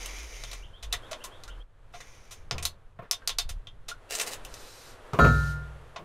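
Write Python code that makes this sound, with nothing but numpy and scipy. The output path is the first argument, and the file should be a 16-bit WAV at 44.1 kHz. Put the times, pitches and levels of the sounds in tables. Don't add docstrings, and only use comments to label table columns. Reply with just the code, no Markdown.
import sys
import numpy as np
from scipy import signal
from scipy.fft import rfft, irfft
from scipy.io import wavfile
from scipy.ndimage import uniform_filter1d

SR = 44100
rng = np.random.default_rng(int(sys.argv[2]) if len(sys.argv) > 2 else 0)


def digitize_waveform(pressure):
    field = np.atleast_2d(pressure).T
    bounded = np.clip(field, -1, 1)
    quanta = np.round(bounded * 32767).astype(np.int16)
    wavfile.write(sys.argv[1], SR, quanta)


N = 266760
TIME = np.arange(N) / SR

# start in seconds, relative level in dB, brightness in dB per kHz, slip length in ms,
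# contact resonance in Hz, its lift in dB.
TOUCHES = [(0.0593, -40.5, 0.7, 1.7, 3030, 8), (.437, -41.5, -.5, 1.2, 3840, 5.5),
           (0.5139, -43.5, 0, 3.8, 4000, 10), (.53, -42, -0.5, 6, 3900, -1),
           (0.825, -41.5, -0.5, 12, 3400, 6), (.935, -34.5, -2.5, 3.2, 1840, 10.5),
           (1.111, -36, -.5, 7.3, 615, 25), (1.1304, -38.5, -2, 1.4, 3410, 5),
           (1.238, -39, 0.5, 10.2, 1070, 14), (1.4358, -48, 0, 2.7, 4180, 9.5),
           (1.477, -47.5, -.5, 7.1, 1550, 19.5), (1.935, -45, -3.5, 17, 700, 4),
           (2.003, -45.5, -1, 7.6, 1900, 11), (2.308, -43.5, 0, 16.3, 5120, -1),
           (2.5109, -30.5, -1.9, 1.1, 5100, 10), (2.581, -39, -0.85, 2.2, 2500, 10.5),
           (2.625, -37, 0, 6.9, 9400, 6.5), (2.988, -45.5, -9.5, 9, 1660, 10),
           (3.023, -54.5, -5.5, 30, 1680, 13), (3.2197, -53, -4.5, 3.16, 1607, 23),
           (3.49, -40, 0.05, 10, 6600, -4), (3.6703, -43.5, -1.6, 2.6, 3300, 21),
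           (3.882, -36.5, -.2, 13.7, 3844, 5), (3.913, -40.5, -7, 2.2, 1445, 27),
           (4.4492, -44.5, 1, 2, 2776, 15.5), (4.5399, -45, 0.2, 3.4, 5400, 7),
           (5.1335, -44.5, -1.7, 2.5, 1100, 7), (5.9601, -38.5, -3.5, 5.5, 850, 8.5)]
# start in seconds, relative level in dB, resonance in Hz.
STALK_CRACKS = [(4.1506, -32.5, 7600), (4.1969, -30, 2720), (4.213, -34, 8700)]
CRACK_BRIGHT_DB, CRACK_SLIP_MS, CRACK_LIFT_DB = 0.2, 3.9, 10
# start in seconds, relative level in dB, brightness in dB
# per kHz, slip length in ms, contact resonance in Hz, first rebound gap in seconds, rebound step in dB.
JAW_SNIPS = [(0.9255, -28, 0.33, 4.7, 3810, .008, -14.5), (2.6522, -27, 0.9, 2.7, 4200, 0.0039, -28),
             (3.1119, -25, 0.78, 0.48, 5260, 0.02, -12), (3.275, -27.5, 0.85, 1.5, 4560, 0.018, -5),
             (3.385, -26.5, 0.4, 2.6, 4500, 0.01, -8)]
SNIP_LIFT_DB, REBOUND_LIFT_DB = 12, 11.5
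REBOUND_HZ, REBOUND_SLIP_MS, REBOUND_BRIGHT_DB = 3580, 1.9, -0.7
REBOUND_SHRINK = 0.45
# frequency in Hz, gain in dB.
CLICK_SPECTRUM = [(150, -38), (500, -7), (1100, -5.5), (1400, -3), (2400, -1.5), (3500, 1.5), (4700, -2.5),
                  (6000, 2), (7300, -2), (11500, -7.5), (15500, -20)]
# frequency in Hz, width in Hz, greatest lift in dB.
HOUSING_MODES = [(688, 100, 9), (1101, 120, 10.5), (3600, 160, 4), (5080, 100, 1.5), (6070, 120, 2)]
TOUCH_SPREAD = 0.32
CONTACT_WIDTH = 0.27

# start in seconds, length in seconds, level in dB.
WIRE_STROKES = [(-.03, 0.62, -45), (1.93, .44, -57.5)]
SCRAPE_ATTACK_S, SCRAPE_SAG_DB_PER_S, SCRAPE_RELEASE_S = 0.015, -19, 0.3
# frequency in Hz, gain in dB.
WIRE_SPECTRUM = [(700, -22.5), (1200, -22), (1700, -9), (2150, 3), (2400, 1.5), (2600, -7), (3340, -4),
                 (4310, -11), (5600, -3.5), (6400, -2.5), (7200, -12), (8200, -19), (9600, -12.5),
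                 (15000, -28)]
# start in seconds, length in seconds, level in dB.
LEAF_GRABS = [(1.92, 0.04, -60), (4.09, 0.14, -38.5), (4.25, 0.086, -39)]
GRAB_ATTACK_S, GRAB_RELEASE_S = 0.023, 0.068
# frequency in Hz, gain in dB.
LEAF_SPECTRUM = [(120, -49.5), (200, -31), (333, -4), (677, -1), (1300, -9.5), (1680, 0.5), (2510, -4.5),
                 (2800, -2), (3240, -3.5), (8500, -4.5), (15500, -17.5)]
SQUEAK_S, SQUEAK_LENGTH_S, SQUEAK_DB = 4.089, 0.042, -45
# start in seconds, length in seconds, level in dB.
SLEEVE_SLIDES = [(4.42, 0.49, -53), (5.12, .39, -51)]
SLIDE_ATTACK_S, SLIDE_SAG_DB_PER_S, SLIDE_RELEASE_S = 0.18, -8, 0.24
# frequency in Hz, gain in dB.
SLEEVE_SPECTRUM = [(470, -63), (800, -4), (1270, -9), (1580, 0.5), (2630, -0.5), (4160, 4), (9440, -3.5),
                   (14400, -10.5), (15500, -35)]

# start in seconds, steel ring in dB, tank boom in dB.
TOOL_LANDINGS = [(5.1905, -15, -14), (5.2466, -64, -35)]
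# frequency in Hz, mean level in dB, early 60 dB decay in seconds.
STEEL_PARTIALS = [(1299, 0, .52), (1333, -16, .3), (1407, -.5, .98), (1550, -17, .85), (1769, -13, .95),
                  (1040, -16, .25), (1131, -14, .25), (2380, -26, .3), (2700, -30, .4), (3250, -29, .35),
                  (3835, -24, .55), (3876, -26, .65), (4210, -28, .7), (4570, -28, .65), (6430, -34, .8),
                  (6830, -33, .6), (7250, -37, .7)]
# frequency in Hz, mean level in dB, early 60 dB decay in seconds.
TANK_PARTIALS = [(60, 2, 1.1), (145, -2, 1.05), (236, -2, .45), (420, -4, .42), (469, -7, .38),
                 (560, -6, .38), (727, -8, .33), (79, -5, .8), (102, -7, 1.1), (118, -10, .9),
                 (160, -10, .8), (210, -4, .25), (273, -6, .4), (324, -13, .45), (690, -10, .3)]
# frequency in Hz, gain in dB.
CHATTER_SPECTRUM = [(800, -18), (1900, 11), (3200, -22), (3900, 9), (4600, -9), (5400, 7), (6700, 4),
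                    (10000, -12), (15000, -17)]
# start in seconds, level in dB, 60 dB decay in seconds.
DULL_KNOCKS = [(2.515, -38.5, 0.57), (2.99, -41.5, 0.12), (3.021, -44, 0.18), (5.133, -27, 0.24),
               (5.189, -13.5, 0.11), (5.209, -33.5, 0.89), (5.2456, -17.5, 0.2), (5.988, -43, 0.37)]
# frequency in Hz, gain in dB.
KNOCK_SPECTRUM = [(50, -4.5), (130, 14), (250, -1.5), (450, 4), (720, 0.5), (850, -5), (1100, 3),
                  (1700, -13), (2400, -13), (5000, -34), (12000, -36.5)]

# start in seconds, length in seconds, level in dB,
# mean sway frequency in Hz, thud against the sway in dB.
SUPPORT_NUDGES = [(-.03, 0.29, -42, 50, -24), (0.308, .34, -42.5, 37.9, -15),
                  (0.822, 0.1, -38.5, 43.25, -8.5), (1.454, .15, -41.5, 42.4, -9.5),
                  (2.525, 0.12, -40.5, 78, -3), (3.31, 0.17, -41.5, 33.5, -8), (3.433, 0.08, -44, 67.9, -2),
                  (3.496, 0.072, -35, 31.64, -10.5)]
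NUDGE_ATTACK_S, NUDGE_RELEASE_S = 0.03, 0.33
# start within the phrase in seconds, nominal start in Hz,
# nominal end in Hz, length in seconds, relative level in dB.
PHRASE_NOTES = [(0, 2637, 3760, .033, -40.5), (0.108, 3073, 3850, .055, -43)]
BIRD_START_S, PHRASE_S, BIRD_STOP_S = 0.045, 0.289, 1.626
BIRD_BEND = 1.4
# time in seconds, relative level in dB.
MURMUR_LEVELS = [(0.0, -51.5), (0.82, -62.5), (1.06, -51.5), (1.35, -55.5), (1.6, -60), (1.66, -74),
                 (1.91, -64), (2.14, -60.5), (3.0, -70), (3.21, -60.5), (3.78, -66.5), (4.01, -60.5),
                 (4.26, -48), (4.75, -56.5), (5.1, -53), (5.7, -55.5), (6.049, -60.5)]
MURMUR_DB = 2
# frequency in Hz, gain in dB.
OUTDOOR_SPECTRUM = [(100, -19), (220, -2.5), (330, 0), (480, 5), (800, -0.5), (1100, 0), (1500, -1.5),
                    (2200, -9.5), (3400, -12.5), (5000, -21.5), (11000, -24.5), (15500, -43)]
# frequency in Hz, gain in dB.
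RUMBLE_SPECTRUM = [(15, 6), (35, 0), (60, -10), (110, -7), (170, -21), (400, -39), (2000, -85.5)]
TOP_HZ = 15500


def clicks():
    out = np.zeros(N)
    for s, db, bright_db, slip_ms, contact_hz, lift_db in TOUCHES:
        add(out, s, click(db, bright_db, slip_ms, contact_hz, lift_db))
    for s, db, hz in STALK_CRACKS:
        add(out, s, click(db, CRACK_BRIGHT_DB, CRACK_SLIP_MS, hz, CRACK_LIFT_DB))
    return out


def snips(count=2):
    out = np.zeros(N)
    for s, db, bright_db, slip_ms, contact_hz, gap, rebound_db in JAW_SNIPS:
        add(out, s, click(db, bright_db, slip_ms, contact_hz, SNIP_LIFT_DB))
        for k in range(count):
            s += gap * REBOUND_SHRINK ** k
            db += rebound_db
            add(out, s, click(db, REBOUND_BRIGHT_DB, REBOUND_SLIP_MS, REBOUND_HZ, REBOUND_LIFT_DB))
    return out


def click(db, bright_db, slip_ms, contact_hz, lift_db, gain_db=27):
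    housing = spectrum_db(CLICK_SPECTRUM, bins())
    for hz, width, lift in HOUSING_MODES:
        housing = housing + lift * (1 - TOUCH_SPREAD * rng.random()) * bump(hz, width)
    tilt = bright_db * np.minimum(bins() / 1000, 12)
    contact = lift_db * bump(contact_hz, CONTACT_WIDTH * contact_hz)
    x = signal.fftconvolve(slips(slip_ms), response(housing + tilt + contact))
    return undb(db + gain_db) * x / np.linalg.norm(x)


def slips(length_ms, size=4096):
    u = 2000 * TIME[:size] / length_ms
    impacts = rng.standard_normal(size) * rng.exponential(size=size)
    burst = impacts * u * np.exp(-u)
    power = uniform_filter1d(abs(rfft(burst)) ** 2, size=40)
    return signal.fftconvolve(burst, response(-10 * np.log10(power)))


def bump(hz, width):
    return 1 / (1 + (2 * (bins() - hz) / width) ** 2)


def wire():
    rasp = colour(grains(rate=7500, spread_db=2.5), WIRE_SPECTRUM) * undb(1.5 * walk(30))
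    return rasp * strokes(WIRE_STROKES, SCRAPE_ATTACK_S, SCRAPE_RELEASE_S, SCRAPE_SAG_DB_PER_S)


def leaves():
    crackle = grains(rate=1800, spread_db=3.8) * undb(2.2 * walk(90))
    return colour(crackle, LEAF_SPECTRUM) * strokes(LEAF_GRABS, GRAB_ATTACK_S, GRAB_RELEASE_S)


def squeak():
    hz = 2820 + 70 * walk(360)
    stalk = np.sin(2 * np.pi * np.cumsum(hz) / SR) * undb(3.4 * walk(150))
    return stalk * strokes([(SQUEAK_S, SQUEAK_LENGTH_S, SQUEAK_DB)], attack_s=0.0046, release_s=0.08)


def sleeve():
    cloth = colour(rng.standard_normal(N), SLEEVE_SPECTRUM)
    return cloth * strokes(SLEEVE_SLIDES, SLIDE_ATTACK_S, SLIDE_RELEASE_S, SLIDE_SAG_DB_PER_S)


def dropped_tool(chatter_db=-30, waver_db=1.3):
    out = np.zeros(N)
    steel = ring(STEEL_PARTIALS, rise_s=0.0069, waver_db=waver_db, late_fall_s=0.5)
    rattle = colour(rng.standard_normal(N), CHATTER_SPECTRUM)[:SR]
    steel = steel + undb(chatter_db) * abs(steel) * rattle
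    tank = ring(TANK_PARTIALS, rise_s=0.041, waver_db=waver_db, late_fall_s=0.79)
    for s, steel_db, tank_db in TOOL_LANDINGS:
        add(out, s, undb(steel_db) * steel)
        add(out, s, undb(tank_db) * tank)
    return out


def ring(modes, rise_s, waver_db, late_fall_s):
    t = TIME[:SR]
    partials = np.zeros(SR)
    for hz, db, t60 in modes:
        level = undb(db + waver_db * walk(25.8)[:SR]) * fade(t, t60)
        partials += level * np.sin(2 * np.pi * (hz * t + rng.random()))
    return partials * (1 - np.exp(-t / rise_s)) / (1 + (t / late_fall_s) ** 8)


def knocks():
    out, t = np.zeros(N), TIME[:SR // 2]
    body = response(spectrum_db(KNOCK_SPECTRUM, bins()))
    for s, db, t60 in DULL_KNOCKS:
        blow = rng.standard_normal(len(t)) * fade(t, t60)
        add(out, s, undb(db) * signal.fftconvolve(blow, body))
    return out


def support(waver=0.1):
    out = np.zeros(N)
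    pace = np.cumsum(1 + waver * walk(40)) / SR
    thuds = colour(grains(rate=380, spread_db=1.0), RUMBLE_SPECTRUM)
    for s, length, db, hz, thud_db in SUPPORT_NUDGES:
        sway = unit(np.sin(2 * np.pi * hz * pace))
        movement = strokes([(s, length, db)], NUDGE_ATTACK_S, NUDGE_RELEASE_S)
        out += (sway + undb(thud_db) * thuds) * movement
    return out


def bird(count=6, scatter_t60=0.23, direct_db=-13, scatter_db=-8):
    out, t = np.zeros(N), TIME[:SR // 4]
    for k in range(count):
        for offset, start_hz, end_hz, length, db in PHRASE_NOTES:
            u = np.linspace(0, 1, int(length * SR))
            hz = start_hz + (end_hz - start_hz) * u ** BIRD_BEND
            hz = hz * (1 + 0.014 * rng.standard_normal())
            swell = np.sin(np.pi * u ** 0.63)
            note = undb(db) * swell * np.sin(2 * np.pi * np.cumsum(hz) / SR)
            add(out, BIRD_START_S + k * PHRASE_S + offset, note)
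    scatter = rng.standard_normal(len(t)) * fade(t, scatter_t60)
    blurred = signal.fftconvolve(out, scatter / np.linalg.norm(scatter))[:N]
    return (undb(direct_db) * out + undb(scatter_db) * blurred) * (TIME < BIRD_STOP_S)


def enclosure(x, t60_low=0.13, t60_high=0.097, split_hz=3500, wet_db=-0.5, side_db=-10, side_hz=5500):
    n = SR // 3
    t = TIME[:n]
    low_pass = signal.butter(2, split_hz, fs=SR, output="sos")
    high_pass = signal.butter(2, split_hz, "high", fs=SR, output="sos")
    low = signal.sosfilt(low_pass, rng.standard_normal((2, n)))
    high = signal.sosfilt(high_pass, rng.standard_normal((2, n)))
    echoes = (low * fade(t, t60_low) + high * fade(t, t60_high)) * (1 - np.exp(-t / 0.00023))
    mid, side = (signal.fftconvolve(x, h / np.linalg.norm(h))[:N] for h in echoes)
    side = signal.sosfilt(signal.butter(3, side_hz, "high", fs=SR, output="sos"), side)
    return x + undb(wet_db) * mid + undb(side_db) * side * np.array([[1], [-1]])


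def outdoor_air():
    s, db = np.transpose(MURMUR_LEVELS)
    level_db = MURMUR_DB + np.interp(TIME, s, db) + 0.49 * walk(13)
    return colour(rng.standard_normal(N), OUTDOOR_SPECTRUM) * undb(level_db)


def rumble():
    return colour(rng.standard_normal(N), RUMBLE_SPECTRUM) * undb(-50.5 + 2.8 * walk(7.9))


def strokes(rows, attack_s, release_s, sag_db=0):
    gain = np.zeros(N)
    for s, length, db in rows:
        t = np.maximum(TIME - s, 0)
        held = undb(db + sag_db * np.minimum(t, length))
        attack = np.minimum(t / attack_s, 1)
        gain += held * attack * fade(np.maximum(t - length, 0), release_s)
    return gain


def grains(rate, spread_db):
    size = undb(spread_db * np.minimum(rng.exponential(size=N), 5))
    return (rng.random(N) < rate / SR) * rng.standard_normal(N) * size


def walk(rate):
    k = int(SR / rate)
    steps = np.repeat(rng.standard_normal(N // k + 1), k)
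    return unit(uniform_filter1d(uniform_filter1d(steps, k), k)[:N])


def fade(t, t60):
    return np.exp(-np.log(1000) * t / t60)


def colour(x, points):
    gain = undb(spectrum_db(points, np.fft.rfftfreq(N, 1 / SR)))
    return unit(irfft(rfft(x) * gain, N))


def spectrum_db(points, hz):
    f, db = np.transpose(points)
    return np.interp(np.log(hz + 1), np.log(f), db)


def response(db, size=4096):
    cepstrum = irfft(np.log(undb(db)))
    cepstrum[1:size // 2] *= 2
    cepstrum[size // 2 + 1:] = 0
    h = irfft(np.exp(rfft(cepstrum)))
    return h / np.linalg.norm(h)


def bins(size=4096):
    return np.fft.rfftfreq(size, 1 / SR)


def add(out, s, x):
    i = int(s * SR)
    out[i:i + len(x)] += x[:N - i]


def unit(x):
    return x / np.sqrt(np.mean(x ** 2))


def undb(db):
    return 10 ** (np.asarray(db) / 20)


def scene():
    handwork = clicks() + snips() + wire() + leaves() + squeak() + sleeve()
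    heavy = dropped_tool() + knocks() + support()
    surroundings = bird() + outdoor_air() + rumble()
    return enclosure(handwork) + heavy + surroundings


def record(dry):
    return signal.sosfilt(signal.ellip(8, 0.2, 70, TOP_HZ, fs=SR, output="sos"), dry)


dry = scene()
out = record(dry)
digitize_waveform(out)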